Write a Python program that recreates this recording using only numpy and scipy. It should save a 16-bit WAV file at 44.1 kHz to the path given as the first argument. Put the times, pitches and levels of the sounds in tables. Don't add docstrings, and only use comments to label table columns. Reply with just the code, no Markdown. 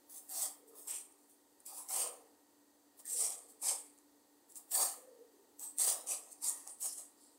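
import sys
import numpy as np
from scipy import signal
from scipy.fft import rfft, irfft, next_fast_len
from scipy.io import wavfile
from scipy.ndimage import uniform_filter1d, map_coordinates

SR = 44100
rng = np.random.default_rng(int(sys.argv[2]) if len(sys.argv) > 2 else 0)


def store_pcm(level_fs):
    pcm = np.round(np.clip(level_fs, -1, 1) * 32767).astype(np.int16)
    wavfile.write(sys.argv[1], SR, np.atleast_2d(pcm).T)


def convert_level_to_amplitude(level_db):
    exponent = np.asarray(level_db, float) / 20
    return 10 ** exponent


N = 325458
STEP = 32

# frequency in Hz, density in dB per Hz.
AIR_SPECTRUM = [(15, -78), (25, -39.5), (174, -23.5), (290, -11.5), (400, -17), (458, -15.5), (650, -21),
                (898, -19.5), (1080, -25), (1910, -33.5), (2500, -35.5), (4400, -31), (5310, -34.5),
                (15600, -31.5)]
# frequency in Hz, width in Hz,
# gain in dB.
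MIC_DUCT = [(166.6, 35, -22), (1878, 117, 11), (4670, 467.5, 4), (6230, 220, 6), (8140, 2800, 7.5),
            (10500, 400, -2), (14400, 400, 6.5)]
# frequency in Hz, rms level in dB.
FRIDGE_LINES = [(291, -76), (468, -94), (770, -94), (921, -87.5)]
# start in seconds, swell in seconds, peak in dB,
# dying in dB per second, edge scrape in dB re cells.
STROKES = [(.284, 0.16, -37, 290, -7), (.862, 0.048, -40, 172, -9), (.92, 0.044, -45.5, 230, -12),
           (1.88, 0.09, -35, 258, -8), (1.97, 0.043, -34, 206, -8), (3.047, .075, -39.5, 127, -10),
           (3.11, .117, -31.5, 144.5, -16.5), (3.611, 0.079, -31.5, 181.5, -16),
           (4.705, .051, -32.5, 189.5, -4.5), (4.775, 0.049, -31, 194, -6),
           (5.772, 0.039, -29.5, 155, -10.5), (5.82, 0.083, -32, 260, -6.5),
           (6.058, 0.064, -34.5, 260, -18), (6.412, .078, -33, 300, -17), (6.796, .062, -35.5, 320, -10),
           (6.918, .008, -41.5, 400, -17), (6.94, 0.047, -46, 220, -18)]
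# start in seconds, swell in seconds, peak in dB, # dying in dB per second,
# edge scrape in dB re cells.
LIGHT_STROKES = [(.085, 0.098, -49.5, 500, -1), (.2, 0.028, -66.5, 70, 2), (.665, 0.018, -65, 180, 0),
                 (.74, .045, -57, 70, 1), (1.1, .1, -73.5, 40, -3), (1.285, .01, -68.5, 150, 1),
                 (1.59, .01, -64.5, 500, -5), (1.65, 0.014, -49, 92, -1.5), (1.73, 0.056, -48, 230, -3),
                 (2.965, 0.039, -59, 548.5, -0.5), (3.47, 0.039, -58.5, 430, -6),
                 (4.48, 0.033, -61, 400, 0), (4.545, 0.033, -48.5, 500, -2), (5.582, .06, -47.5, 260, -2),
                 (6.19, .08, -62.5, 79, -12), (6.3, 0.025, -52, 800, -8), (6.52, .04, -52, 70, -12),
                 (6.66, 0.013, -50.5, 300, -13), (7.15, .09, -65.5, 86, -16)]
# frequency in Hz, width in Hz, level in dB.
CELL_MODES = [(8720, 1560, 7.5), (7250, 1220, 0), (9700, 430, -12)]
# frequency in Hz, width in Hz, level in dB.
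EDGE_MODES = [(11660, 5700, -7.5), (14000, 880, -2.5), (15840, 2100, -8)]
# frequency in Hz, width in Hz, level in dB.
LEAF_MODES = [(1846, 980, -11.5), (3370, 1320, -7.5), (4674, 800, 0), (5450, 910, 1.5), (6720, 610, 3)]
# start in seconds, swell in seconds, peak in dB,
# dying in dB per second, hollow tone in Hz.
HEAD_THUDS = [(.09, 0.072, -70, 166, 760), (.295, .15, -53.5, 165, 740), (.7, 0.056, -68, 40, 550),
              (.85, 0.042, -62.5, 70, 950), (1.665, .06, -61, 70, 800), (1.76, .05, -66.5, 240, 960),
              (1.885, 0.094, -49.5, 80, 800), (1.95, .12, -49, 220, 650), (2.98, 0.018, -66, 321, 640),
              (3.055, 0.027, -71, 30, 740), (3.18, .055, -54, 90, 700), (3.259, .06, -57, 299.5, 780),
              (3.62, 0.097, -49.5, 210.5, 865), (4.54, 0.055, -68.5, 221.5, 830),
              (4.705, 0.029, -54, 100, 744.6), (4.74, 0.079, -42, 145, 755), (5.585, 0.048, -64, 135, 860),
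              (5.78, .03, -52.5, 40, 740), (5.864, .012, -44.5, 140, 660), (6.06, 0.064, -53.5, 125, 680),
              (6.41, .064, -56, 90, 950), (6.655, .011, -61, 199.5, 740), (6.81, 0.047, -55, 278, 695),
              (6.95, .04, -63.5, 185, 675)]
# frequency in Hz, width in Hz, level in dB.
HEAD_MODES = [(556, 373, 3), (780, 525, 3), (1005, 370, 2.5), (1309, 100, -2)]
# frequency in Hz, t60 in seconds.
WALL_T60 = [(300, 0.5), (800, 0.29), (2000, 0.6), (6000, 0.19), (15000, 0.4)]
# time in seconds, peak in dB.
RIB_SNAPS = [(0.2933, -34), (0.421, -20), (1.005, -38), (1.663, -31), (3.2662, -19), (3.3044, -24),
             (3.3232, -32), (3.3905, -36.5), (3.6566, -24), (5.5955, -30), (5.7846, -21), (6.0103, -36),
             (6.072, -31), (6.329, -34.5), (6.4451, -25.5), (6.504, -23), (6.6754, -28), (6.8274, -24),
             (6.8439, -23), (6.9235, -37), (6.9838, -33.5), (6.9982, -34), (7.0044, -37.5), (7.0113, -40.5),
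             (0.0977, -44),
    (1.8881, -27),
    (3.0551, -32.5),
    (4.557, -34),
    (5.7907, -22.5),
    (5.812, -31),
    (6.4519, -22),
    (6.4964, -14),
    (6.8585, -31),
]
# time in seconds, peak in dB.
FAINT_SNAPS = [(0.8318, -46), (1.124, -49), (1.3172, -54.5), (1.5287, -60.6), (1.6037, -46), (3.5207, -45),
               (3.9783, -51), (3.987, -45), (4.493, -53.9), (4.4997, -46), (4.522, -42.5), (4.5333, -55),
               (4.5482, -47), (5.0539, -59), (5.7513, -56), (6.2365, -39.5), (6.746, -48), (6.7873, -46),
               (7.0528, -45)]
# start in seconds, length in seconds, frequency in Hz,
# width in Hz, rms level in dB.
FLANK_SQUEAKS = [(1.76, 0.12, 1000, 130, -68), (6.84, 0.099, 2800, 270, -79), (3.63, 0.13, 6300, 890, -56),
                 (6.43, 0.07, 4900, 1100, -55.5), (1.9, 0.19, 1000, 140, -62),
                 (4.72, 0.13, 12000, 590, -50), (3.15, 0.16, 5600, 1500, -52),
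                 (0.332, 0.19, 5800, 1600, -55.5), (0.877, 0.15, 2800, 1700, -63),
                 (.88, .15, 5800, 1100, -62), (5.62, 0.12, 8200, 840, -51.5), (6.68, 0.08, 9000, 1400, -55),
                 (6.88, 0.072, 5500, 1100, -57), (1.93, 0.19, 2900, 1340, -60.5),
                 (1.75, .14, 7400, 220, -68), (1.75, .12, 10000, 420, -56.5),
                 (3.046, 0.064, 1850, 250, -70.5), (4.74, 0.038, 1750, 80, -59),
                 (4.813, 0.047, 1750, 160, -63), (6.46, 0.27, 1900, 140, -75.5), (5.9, .22, 3900, 300, -73),
                 (7.16, 0.24, 4700, 1300, -79.5), (6.867, 0.097, 11100, 360, -61)]
# start in seconds, swell in seconds, peak in dB, dying in dB per second,
# tray tone in Hz.
SHRED_LANDINGS = [(.58, .105, -62.5, 37, 445), (1.95, 0.094, -54.5, 76, 502), (2.2, 0.036, -67.5, 139, 460),
                  (3.11, .11, -58, 149, 460), (3.31, 0.075, -68, 26, 478), (3.68, 0.051, -58, 179, 503),
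                  (3.82, 0.058, -71, 280, 424), (4.949, 0.17, -58, 200, 495),
                  (5.15, 0.068, -58, 185.5, 465), (5.31, 0.035, -67, 50, 412),
                  (5.78, .03, -61, 40.5, 478.7), (5.96, .03, -60.5, 100, 522), (6.1, .032, -63, 392, 535)]


def unit(x):
    return x / np.sqrt(np.mean(x ** 2) + 1e-20)


def along(points, hz):
    f, v = np.transpose(points)
    return np.interp(np.log(hz + 1), np.log(f + 1), v)


def wobble(knots_per_s):
    knots = rng.standard_normal(int(N * knots_per_s / SR) + 4)
    return map_coordinates(knots, [np.arange(N) * knots_per_s / SR])


def filtered(x, response):
    m = next_fast_len(N + SR // 2)
    return irfft(rfft(x, m) * response(np.fft.rfftfreq(m, 1 / SR)), m)[:N]


def resonant(x, modes):
    def response(f):
        total = 0
        for k, (hz, width_hz, db) in enumerate(modes):
            damping = 1j * f * width_hz
            total = total + (-1) ** k * convert_level_to_amplitude(db) * damping / (hz * hz - f * f + damping)
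        return total
    return filtered(x, response)


def bursts(share, spread_db):
    when, sign, size = rng.random((3, N))
    return (when < share) * np.sign(sign - .5) * convert_level_to_amplitude(-spread_db * np.log(size + .006))


def gliding(x, hz, width_hz):
    pole = np.exp(-np.pi * width_hz / SR)
    slow = signal.lfilter([1], np.convolve([1, -pole], [1, -pole]), x + 1j * x[::-1])
    return unit(np.real(slow * np.exp(2j * np.pi * np.cumsum(hz) / SR)))


def patchy(x, depth_db):
    def power(v):
        return np.abs(uniform_filter1d(np.sum(np.abs(v) ** 2, 0), size=12)) + 1e-20

    z = signal.stft(x, nperseg=256)[2]
    field = uniform_filter1d(rng.standard_normal(z.shape), size=2, axis=0)
    field = uniform_filter1d(field, size=40, axis=1)
    combed = z * convert_level_to_amplitude(depth_db * unit(field))
    return signal.istft(combed * np.sqrt(power(z) / power(combed)), nperseg=256)[1][:N]


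def swells(rows, entry_db, bend, after_db=-21, slower=1):
    grip_s, grip_db, nearing_db_per_s, after_db_per_s = 0.0138, 15, 752, 100
    start, swell, peak, dying = np.transpose(rows)[:4, :, None]
    t = np.arange(0, N + STEP, STEP) / SR - start
    late = np.maximum(t - swell, 0)
    rise_db = peak - entry_db * np.clip(1 - t / swell, 0, 1) ** bend
    rise_db = rise_db - grip_db * np.clip(1 - t / grip_s, 0, 1)
    rise_db = rise_db + nearing_db_per_s * np.minimum(t, 0)
    fade = convert_level_to_amplitude(-2 * dying / slower * late)
    settling = convert_level_to_amplitude(2 * (after_db - after_db_per_s * late))
    return convert_level_to_amplitude(2 * rise_db) * (fade + settling)


def fine(x):
    return np.interp(np.arange(N), np.arange(len(x)) * STEP, x)


def effort(power):
    return fine(np.sqrt(power.sum(0) + 1e-20))


def level_and_tone(power, rows, sag_hz_per_s=0):
    total = power.sum(0) + 1e-20
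    start, swell, _, _, hz = np.transpose(rows)[:, :, None]
    since_peak = np.arange(power.shape[1]) * STEP / SR - start - swell
    hz = hz - sag_hz_per_s * np.clip(since_peak, -.3, .3)
    tone = (np.sum(hz * power, 0) + 1e-20 * hz[0]) / total
    return fine(np.sqrt(total)), fine(tone)


def thud_power():
    return swells(HEAD_THUDS, entry_db=9.5, bend=1.234, after_db=-24)


def background():
    def response(f):
        duct_db = sum(db / (1 + ((f - hz) / width_hz * 2) ** 2) for hz, width_hz, db in MIC_DUCT)
        return convert_level_to_amplitude(along(AIR_SPECTRUM, f) + duct_db)

    air = filtered(rng.standard_normal(N), response)
    t = np.arange(N) / SR
    hum = np.zeros(N)
    for hz, db in FRIDGE_LINES:
        level = convert_level_to_amplitude(db + 3 + 1.2 * wobble(5) + 1.5 * wobble(25))
        hum += level * np.sin(2 * np.pi * hz * t + 0.72 * wobble(4))
    return convert_level_to_amplitude(-69.5 + 0.65 * wobble(1.567)) * unit(air) + hum


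def knife():
    force_share, depth_share, shallow_db = .12, 0.45, -25
    rows = STROKES + LIGHT_STROKES
    cells_gain = effort(swells(rows, entry_db=13.5, bend=1.3))
    scrape = convert_level_to_amplitude(2 * np.transpose(rows)[4])[:, None]
    edge_gain = effort(swells(rows, entry_db=4.5, bend=1.3, after_db=-26, slower=0.88) * scrape)
    depth = np.clip(effort(thud_power()) / cells_gain + convert_level_to_amplitude(shallow_db), 0, .6)
    leaf_gain = convert_level_to_amplitude(0.95) * cells_gain ** (1 + force_share) * depth ** depth_share

    layers = wobble(90)
    pops = convert_level_to_amplitude(1.54 * layers + 1.0 * wobble(500)) * bursts(.2, spread_db=0.8)
    cells = unit(resonant(resonant(pops, CELL_MODES), [(8540, 5100, 0)]))
    edge = unit(resonant(convert_level_to_amplitude(.7 * layers) * bursts(.3, spread_db=3.0), EDGE_MODES))
    leaf = unit(resonant(convert_level_to_amplitude(1.7 * layers) * bursts(.15, spread_db=1.1), LEAF_MODES))
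    return convert_level_to_amplitude(-0.64) * (cells_gain * cells + edge_gain * edge + leaf_gain * patchy(leaf, depth_db=2.5))


def head():
    gain, hz = level_and_tone(thud_power(), HEAD_THUDS)
    thuds = convert_level_to_amplitude(1.27 * wobble(40)) * bursts(.04, spread_db=0.96)
    body = unit(resonant(resonant(thuds, HEAD_MODES), [(770, 1040, 0)]))
    hollow = gliding(thuds, hz, width_hz=240)
    return convert_level_to_amplitude(-5) * gain * (body + convert_level_to_amplitude(2.0) * hollow)


def walls(x):
    hz, t, z = signal.stft(rng.standard_normal(SR // 2), SR, nperseg=256)
    decay = convert_level_to_amplitude(-60 * t / along(WALL_T60, hz)[:, None])
    tail = signal.istft(z * decay, SR, nperseg=256)[1]
    delayed = np.pad(x, (200, 0))
    return signal.fftconvolve(delayed, tail / np.linalg.norm(tail))[:N]


def ribs():
    length = 300
    rows = RIB_SNAPS + FAINT_SNAPS
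    t = np.arange(length) / SR
    cracks = rng.standard_normal((len(rows), length)) * convert_level_to_amplitude(-60 * t / 0.0025)
    ring = np.zeros(length)
    for hz, width_hz, db in CELL_MODES + [(5760, 730, -27), (12900, 2500, -17)]:
        ring += convert_level_to_amplitude(db) * width_hz * np.exp(-np.pi * width_hz * t) * np.sin(2 * np.pi * hz * t)
    cracks = signal.fftconvolve(cracks, ring[None], axes=1)[:, :length]
    out = np.zeros(N + length)
    for (start, db), crack in zip(rows, cracks):
        out[round(start * SR):][:length] += convert_level_to_amplitude(db - 0.5) * crack / np.abs(crack).max()
    out = resonant(out[:N], [(8400, 5000, 1.5)])
    return filtered(out, lambda f: (1j * f / (1j * f + 3000)) ** 4) * convert_level_to_amplitude(2.5)


def squeaks():
    t, out = np.arange(N) / SR, np.zeros(N)
    for start, length, hz, width_hz, db in FLANK_SQUEAKS:
        u = np.clip((t - start) / length, 0, 1)
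        hiss = gliding(rng.standard_normal(N), np.full(N, hz), width_hz)
        out += convert_level_to_amplitude(db + 3.5) * np.sin(np.pi * u ** 0.56) * hiss
    return out


def tray():
    power = swells(SHRED_LANDINGS, entry_db=8.5, bend=1.1, after_db=-16.5)
    gain, hz = level_and_tone(power, SHRED_LANDINGS, sag_hz_per_s=150)
    return convert_level_to_amplitude(0.6) * gain * gliding(bursts(0.025, spread_db=1.5), hz, width_hz=80)


def scene():
    cutting = patchy(knife(), depth_db=3) + patchy(head(), depth_db=1.0) + ribs() + squeaks()
    near = cutting + convert_level_to_amplitude(-8.5) * walls(cutting) + tray()
    near = filtered(near, lambda f: (1j * f / (1j * f + 190)) ** 3)
    return (near + background())[None]


def band_limit(x):
    return signal.sosfilt(signal.butter(12, 15750, fs=SR, output="sos"), x)


def record(dry):
    mix = filtered(dry[0], lambda f: f < 15750)[None]
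    return band_limit(mix)


dry = scene()
out = record(dry)
store_pcm(out)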